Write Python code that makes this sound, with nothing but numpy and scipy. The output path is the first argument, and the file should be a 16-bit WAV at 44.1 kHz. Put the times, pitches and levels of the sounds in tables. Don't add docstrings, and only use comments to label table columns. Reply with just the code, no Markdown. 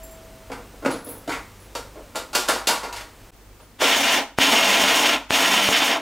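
import sys
import numpy as np
from scipy import signal
from scipy.fft import rfft, irfft
from scipy.io import wavfile
from scipy.ndimage import uniform_filter1d

SR = 44100
rng = np.random.default_rng(int(sys.argv[2]) if len(sys.argv) > 2 else 0)


def inscribe(sig):
    pcm = np.round(np.clip(np.atleast_2d(sig).T, -1, 1) * 32767)
    wavfile.write(sys.argv[1], SR, pcm.astype(np.int16))


def ratio_of_db(decibels):
    return 10 ** (np.asarray(decibels, float) / 20)


N = 265083

# [blade bites t/s, starts to coast t/s, relative level/dB, run-up time/s,
# level drift/dB per s, positive rises]
BURSTS = [(3.783, 4.179, -23, 0.018, 4), (4.368, 5.134, -19.5, 0.015, -0.5),
          (5.286, 5.942, -20.5, 0.015, -4)]
RUN_UP_DB = 49.5
# [relative level/dB, coasting loss/dB per s squared,
# fades early by t/s]
GRIND_RANGES = [(-2, 3606, 0.019), (-6, 2997, -0.0024), (-9.5, 1800, 0.06)]
# [f/Hz, relative level/dB per Hz]
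RUSH_SPECTRUM = [(35, -63), (60, -34), (187, -19), (272, -1.5), (335, -12), (453, -11), (673, -6),
                 (1050, -5.5), (1150, -9.5), (2840, -4.5), (3700, -7.5), (4000, -11), (6560, -6.5),
                 (7370, -9.5), (15500, -16)]
# [f/Hz, width/Hz, level above the rush/dB]
JAR_WALL_MODES = [(275.3, 9.2, 3), (450.4, 8.5, 9.5), (673, 27, 7), (858, 44, 3), (1026, 9.3, 6.5),
                  (1367, 30, 6.5), (1886, 26, 6), (2160, 9.7, 8), (2407, 35, 4), (2830, 85, 3),
                  (3076, 60, 6), (3503, 84, 4), (5520, 56, 7.5), (5630, 230, 3), (6620, 320, 5),
                  (8200, 220, 4.5)]
# [t/s, level/dB, half-width/s]
BUNCHES = [(3.845, 2, 0.041), (3.93, 4, 0.025), (4.0, -2, 0.033), (4.055, 2.5, 0.037), (4.424, 1, 0.021),
           (4.608, -2, 0.012), (4.63, 3, .02), (4.708, -2.5, 0.014), (4.73, 2.5, 0.027), (5.064, 4.5, .012),
           (5.58, 1, 0.11), (5.679, 6, .008), (5.695, -4, 0.019), (5.764, 2.5, 0.047), (5.89, -0.5, 0.024)]
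# [current on t/s, current off t/s, relative level at top speed/dB]
SHAFT_RUNS = [(4.387, 4.853, -36.5), (5.307, 5.683, -35.5)]
TOP_HZ, LAG_HZ, SPIN_UP_S = 203, 50.14, 0.16
DB_PER_HZ, FADE_DB_PER_S = 0.6, 400

# [t/s, relative jar ring level/dB, weight into base and counter/dB re ring,
# crack level/dB re ring, contact length/s]
KNOCKS = [(0.498, -33.5, 6.5, -25, 0.011), (0.516, -26, -31, -8, 0.015), (0.585, -51, 13.5, -2, .02),
          (0.735, -47.5, 6, -14, 0.012), (0.822, -35, 4, -10, 0.038), (0.847, -17.5, -0.5, -16, 0.017),
          (0.858, -13, 1, -12, 0.0076), (0.902, -25, 1, 0.5, 0.018), (.932, -29.5, 1, -3, 0.015),
          (1.065, -40.5, 10.5, 3.5, 0.02), (1.099, -40, 3, -7, 0.038), (1.275, -29.5, 8, -1, 0.013),
          (1.292, -21, -9, -5.5, 0.018), (1.317, -24, -9, -3, 0.024), (1.75, -23, -3.5, 0.5, .014),
          (1.954, -43, 9, -27, 0.025), (1.989, -48.5, 8, -16, 0.016), (2.147, -28, -4, -7, 0.012),
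          (2.155, -23, -2.5, 3, .016), (2.33, -26.5, -16, 2, 0.031), (2.349, -14, -8, 5, 0.024),
          (2.478, -25.5, -25, 4, .008), (2.484, -9.5, -7, 2, 0.027), (2.67, -15, -5.5, 9, 0.019),
          (2.686, -10, -9, -0.5, 0.026), (2.831, -18.5, -9, -6, 0.021), (2.926, -21.5, -29, 0, 0.012),
          (2.96, -29.5, -26, 6, 0.025), (3.008, -29.5, -21, 1, 0.0044), (3.489, -54, 1.5, -4, 0.016),
          (3.598, -44, -0.5, -6, 0.012), (3.816, -13, 0.5, -2, 0.016)]
# [f/Hz, relative level/dB, t60/s]
COUNTER_MODES = [(145, -14, 0.034), (250, -7, 0.0068), (271, -10.5, 0.14)]
# [f/Hz, relative level/dB, t60/s]
BASE_MODES = [(355, -16.5, 0.026), (466.5, -12.5, 0.11), (541, 19, 0.012)]
# [f/Hz, relative level/dB, t60/s]
JAR_MODES = [(760, -11, 0.0073), (853, -2, 0.036), (967, -0.5, 0.049), (1210, 24, 0.0038), (1387, 2, 0.052),
             (1550, 8.5, 0.0052), (1990, 8, 0.0081), (2260, -2, 0.014), (4250, -20, 0.073)]
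# [f/Hz, relative level/dB per Hz]
CRACK_SPECTRUM = [(1060, -58), (1800, -0.5), (2080, -11.5), (2720, 1.5), (4390, 2), (6130, -2),
                  (7470, -2.5), (9030, -5.5), (11700, -9), (15500, -16.5)]
# [level before the jar is seated/dB, level after/dB]
COUNTER_DB = (-2.5, -18.5)
SEATED_S = 1.5
TOUCH_S, TOUCH_DB_PER_DB = 0.0025, 0.13
# [t/s, length/s, relative level/dB]
SCRAPES = [(1.28, 0.1, -36), (2.931, 0.1, -43)]
SCRAPE_HZ, SCRAPE_WIDTH_HZ = 2000, 780

# [t/s, relative level/dB, stronger, longer ring f/Hz, weaker, shorter ring f/Hz,
# chink noise factor]
TINKLES = [(0.033, -36.5, 7400, 11500, 1), (.11, -45, 7440, 9110, 1.2), (0.913, -27.5, 10240, 10060, 0.2),
           (1.045, -31, 10200, 10350, 0.7), (1.088, -33.5, 10240, 9730, 1.7),
           (1.109, -38, 10080, 10630, 1.7), (1.178, -46.5, 10200, 10200, 1.36),
           (1.599, -48, 10030, 10320, 0.55), (3.615, -55, 9900, 10400, 0.3)]
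# [f/Hz, level/dB, t60/s, damped at t/s]
STEEL_RING = (650, -46, 4, .5)

# [t/s, width/ms, relative depth]
SPARKS = [(4.38670, .25, .95), (4.38698, .05, .8), (4.8385, .2, .15), (5.30707, .17, .95),
          (5.68888, .26, .48), (5.68917, .12, .55)]

# [f/Hz, t60/s]
KITCHEN_T60 = [(150, 0.44), (400, 0.24), (1040, 0.37), (2760, 0.3), (7280, 0.29), (15000, 0.27)]
# [f/Hz, level/dB]
ECHO_SIDE = [(200, -28), (700, -27), (1500, -19), (2500, -6), (5000, 1.5), (15000, 7.5)]
# [start t/s, end t/s, share kept at start, share at end]
SIDE_SPELLS = [(3.337, 4.424, 1, 0.61), (5.21, 5.323, 0.17, 1)]
SIDE_FLOOR = 0.033

# [f/Hz, relative level/dB per Hz]
AIR_SPECTRUM = [(15, -48), (25, -8), (55, -16), (170, -22), (242, -19.5), (714, -26.5), (962, -27.5),
                (1070, -28.5), (2610, -33.5), (4250, -36.5), (8830, -38), (10100, -41), (16000, -41)]
AIR_DB = -48
# [t/s, level re base/dB]
AIR_LEVEL = [(0, 2), (.2, 2), (1.6, 1.5), (3.3, 1), (3.33, -2.5), (3.8, -4)]
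# [f/Hz, likeness 0-1]
AIR_LIKENESS = [(60, 0.92), (200, 0.97), (700, 0.94), (1500, 0.89), (4000, 0.78), (15000, 0.44)]
# [f/Hz, relative level/dB, width of its noise part/Hz]
HUM = [(50, -50.5, 4.7), (100, -58.5, 9.8)]
# [f/Hz, width/Hz, level before pulsing/dB]
WHISTLE = (15100, 350, -65)

# [sound is out t/s, starts back t/s, whole again t/s]
DROPOUT = (3.308, 3.313, 3.336)


def evened(x):
    return x / np.sqrt(np.mean(x ** 2) + 1e-20)


def read(points, hz):
    f, value = np.transpose(points)
    return np.interp(np.log(hz + 1), np.log(f + 1), value)


def add(mix, s, sound):
    part = mix[round(s * SR):][:len(sound)]
    part += sound[:len(part)]


def coloured(x, gain):
    return irfft(rfft(x) * gain(np.fft.rfftfreq(len(x), 1 / SR)), len(x))


def peak(hz, centre, width):
    return 1 / (1 + (2 * (hz - centre) / width) ** 2)


def rings(modes, t):
    return sum(ratio_of_db(db - 60 * t / t60) * np.sin(2 * np.pi * hz * t) for hz, db, t60 in modes)


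def grinding():
    t = np.arange(N) / SR
    sizes = ratio_of_db(1.3 * np.minimum(rng.exponential(1, N), 5))
    pieces = sizes * (rng.random(N) < 900 / SR)
    hail = 1 + .5 * evened(signal.lfilter([1], [1, -np.exp(-1 / (0.0053 * SR))], pieces))

    drift = uniform_filter1d(uniform_filter1d(rng.standard_normal((3, N)), 900, axis=1), 900, axis=1)
    tumble = ratio_of_db(1.1 * evened(drift))

    def walls(hz):
        ringing_db = sum(db * peak(hz, f, width) for f, width, db in JAR_WALL_MODES)
        return ratio_of_db(read(RUSH_SPECTRUM, hz) + ringing_db)

    roar = coloured(rng.standard_normal(N) * hail, walls)
    low = coloured(roar, lambda hz: 1 / (1 + (hz / 1350) ** 6))
    high = coloured(roar, lambda hz: 1 / (1 + (4700 / (hz + 1)) ** 8))
    tumbled = tumble * (roar - low - high, low, high)
    middle, low, high = (evened(part) * bursts(t, *law) for part, law in zip(tumbled, GRIND_RANGES))
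    bunching = ratio_of_db(sum(db * np.exp(-((t - s) / width) ** 2) for s, db, width in BUNCHES))
    return middle * bunching + low + high


def bursts(t, range_db, coast_db, early):
    level = np.zeros(len(t))
    for on, off, db, rise, drift_db in BURSTS:
        since = abs(t - on)
        run_up = RUN_UP_DB * np.exp(-since / rise)
        coasting = coast_db * np.maximum(t - off + early, 0) ** 2
        level += (t > on) * ratio_of_db(db + range_db - run_up + drift_db * since - coasting)
    return level


def shaft():
    out = np.zeros(N)
    for on, off, db in SHAFT_RUNS:
        t = np.arange(0, off - on + .15, 1 / SR)
        lag_hz = LAG_HZ * np.exp(-t / SPIN_UP_S)
        turn = 2 * np.pi * np.cumsum(TOP_HZ - lag_hz) / SR
        fade_db = FADE_DB_PER_S * np.maximum(t - off + on, 0)
        level = ratio_of_db(db - DB_PER_HZ * lag_hz - fade_db) * np.minimum(t / .05, 1)
        add(out, on, np.sqrt(2) * level * (np.sin(turn) + 1.05 * np.sin(3 * turn)))
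    return out


def knocks():
    out, t = np.zeros((4, N)), np.arange(8192) / SR
    bodies = [rings(modes, t) for modes in (COUNTER_MODES, BASE_MODES, JAR_MODES)]
    noises = rng.standard_normal((len(KNOCKS), 5, len(t)))
    for (s, db, weight_db, crack_db, length), noise in zip(KNOCKS, noises):
        rise = TOUCH_S * ratio_of_db(TOUCH_DB_PER_DB * weight_db)
        contact = np.minimum(t / rise, 1) * np.exp(-(t / np.clip(length, .003, .1)) ** 0.82)
        chatter = noise * contact * (1 + 1.35 * (noise[4] > 2.2))
        parts = [signal.fftconvolve(blows, body)[:len(t)] for blows, body in zip(chatter, bodies)]
        parts.append(coloured(chatter[3], lambda hz: ratio_of_db(read(CRACK_SPECTRUM, hz))))
        counter_db = weight_db + COUNTER_DB[int(s > SEATED_S)]
        for row, part, part_db in zip(out, parts, (counter_db, weight_db, 0, crack_db)):
            add(row, s, ratio_of_db(db + part_db) * part / abs(part).max())

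    def above(hz, x):
        return signal.sosfilt(signal.butter(5, hz, "high", fs=SR, output="sos"), x)

    return above(155, out[0]) + above(240, out[1:].sum(0))


def scrapes():
    out = np.zeros(N)
    for s, length, db in SCRAPES:
        t = np.arange(0, length, 1 / SR)
        grit = rng.standard_normal(8192) * rng.exponential(1, 8192)
        band = coloured(grit, lambda hz: peak(hz, SCRAPE_HZ, SCRAPE_WIDTH_HZ))
        swell = np.sin(np.pi * t / length)
        add(out, s, ratio_of_db(db) * evened(band)[:len(t)] * swell)
    return out


def bangles():
    out, t = np.zeros(N), np.arange(9000) / SR
    noises = rng.standard_normal((len(TINKLES), len(t)))
    for (s, db, strong_hz, weak_hz, chink), noise in zip(TINKLES, noises):
        hiss = coloured(noise * ratio_of_db(-60 * t / 0.075), lambda hz: 1 / (1 + (9000 / (hz + 1)) ** 8))
        ring = rings([(strong_hz, -5, .15), (weak_hz, -9, .08)], t)
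        add(out, s, ratio_of_db(db) * np.minimum(t / 0.001, 1) * (ring + chink * hiss))
    return out


def steel():
    hz, db, t60, touched = STEEL_RING
    t = np.arange(N) / SR
    damping = ratio_of_db(-60 * np.maximum(t - touched, 0))
    return np.sqrt(2) * rings([(hz, db, t60)], t) * damping


def sparks():
    t = np.arange(N) / SR

    def edge(s):
        return .5 + .5 * np.tanh((t - s) / .000025)

    dips = sum(-depth * (edge(s) - edge(s + ms / 1000)) for s, ms, depth in SPARKS)
    return signal.lfilter(*signal.butter(1, 70, "high", fs=SR), dips)


def kitchen(x):
    at = np.arange(120, SR // 2 - 20, 20)
    places, signs = at + rng.integers(0, 20, (6, len(at))), rng.choice([-1., 1.], (6, len(at)))
    taps, out = np.zeros((6, SR // 2)), np.zeros((2, N))
    np.put_along_axis(taps, places, signs, 1)
    hz, t, z = signal.stft(taps, SR, nperseg=256)
    decay = ratio_of_db(-60 * t / read(KITCHEN_T60, hz)[:, None])
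    tails = signal.istft(z * decay, SR, nperseg=256)[1]
    for k in range(3):
        share = np.sqrt(2 / 3) * np.cos(2 * np.pi * (6 * np.arange(N) / SR + k / 3))
        pair = tails[2 * k:2 * k + 2] / np.linalg.norm(tails[0])
        out += signal.fftconvolve((x * share)[None], pair, axes=1)[:, :N]
    side = coloured(out[1], lambda hz: ratio_of_db(read(ECHO_SIDE, hz))) * side_share()
    return np.array([out[0] + side, out[0] - side])


def side_share():
    t = np.arange(N) / SR
    kept = sum(np.interp(t, [a, b], [first, last], left=0, right=0) for a, b, first, last in SIDE_SPELLS)
    return np.clip(SIDE_FLOOR + uniform_filter1d(kept, size=600), 0, 2)


def air():
    t, (a, b, c) = np.arange(N) / SR, rng.standard_normal((3, N))

    def same(hz):
        return np.clip(read(AIR_LIKENESS, hz), 0, 1)

    mid = coloured(a, lambda hz: ratio_of_db(read(AIR_SPECTRUM, hz)) * np.sqrt(1 + same(hz)))
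    side = coloured(b, lambda hz: ratio_of_db(read(AIR_SPECTRUM, hz)) * np.sqrt(1 - same(hz)))
    side = side * (0.24 + 1.2 * side_share())
    hiss_level = ratio_of_db(AIR_DB + np.interp(t, *np.transpose(AIR_LEVEL)))
    hiss = hiss_level * evened(np.array([mid + side, mid - side]))

    hum = np.zeros(N)
    for f, db, width in HUM:
        wavering = evened(coloured(c, lambda hz: peak(hz, f, width)))
        hum += ratio_of_db(db) * (1.23 * np.sin(2 * np.pi * f * t) + 0.69 * wavering)

    f, width, db = WHISTLE
    pulsing = np.sin(2 * np.pi * 50 * t) ** 2
    whistle = ratio_of_db(db) * evened(coloured(c, lambda hz: peak(hz, f, width))) * pulsing
    return hiss + hum + whistle


def scene():
    handling = knocks() + scrapes() + bangles()
    machine = grinding() + shaft()
    room = kitchen(ratio_of_db(1.5) * handling + ratio_of_db(-1.0) * machine)
    return handling + ratio_of_db(8.5) * machine + room + steel() + air()


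def low_pass(x):
    return signal.sosfilt(signal.butter(12, 17000, fs=SR, output="sos"), x)


def record(dry):
    t, keep = np.arange(N) / SR, np.exp(-1 / (.05 * SR))
    power = signal.lfilter([1 - keep], [1, -keep], (dry ** 2).mean(0))
    power_db = 10 * np.log10(power + 1e-12)
    held_db = np.maximum.accumulate(power_db + 22 * t) - 22 * t
    over_db = np.maximum(held_db + 26, 0)
    dropout = np.interp(t, [DROPOUT[0] - .002, *DROPOUT], [1, .04, .04, 1])
    gain = ratio_of_db(-.45 * over_db) * dropout
    heard = signal.oaconvolve(dry * gain, signal.firwin(255, 15850, fs=SR)[None], "same")
    return low_pass(np.clip(heard + 1.13 * sparks(), -.99, .99))


dry = scene()
out = record(dry)
inscribe(out)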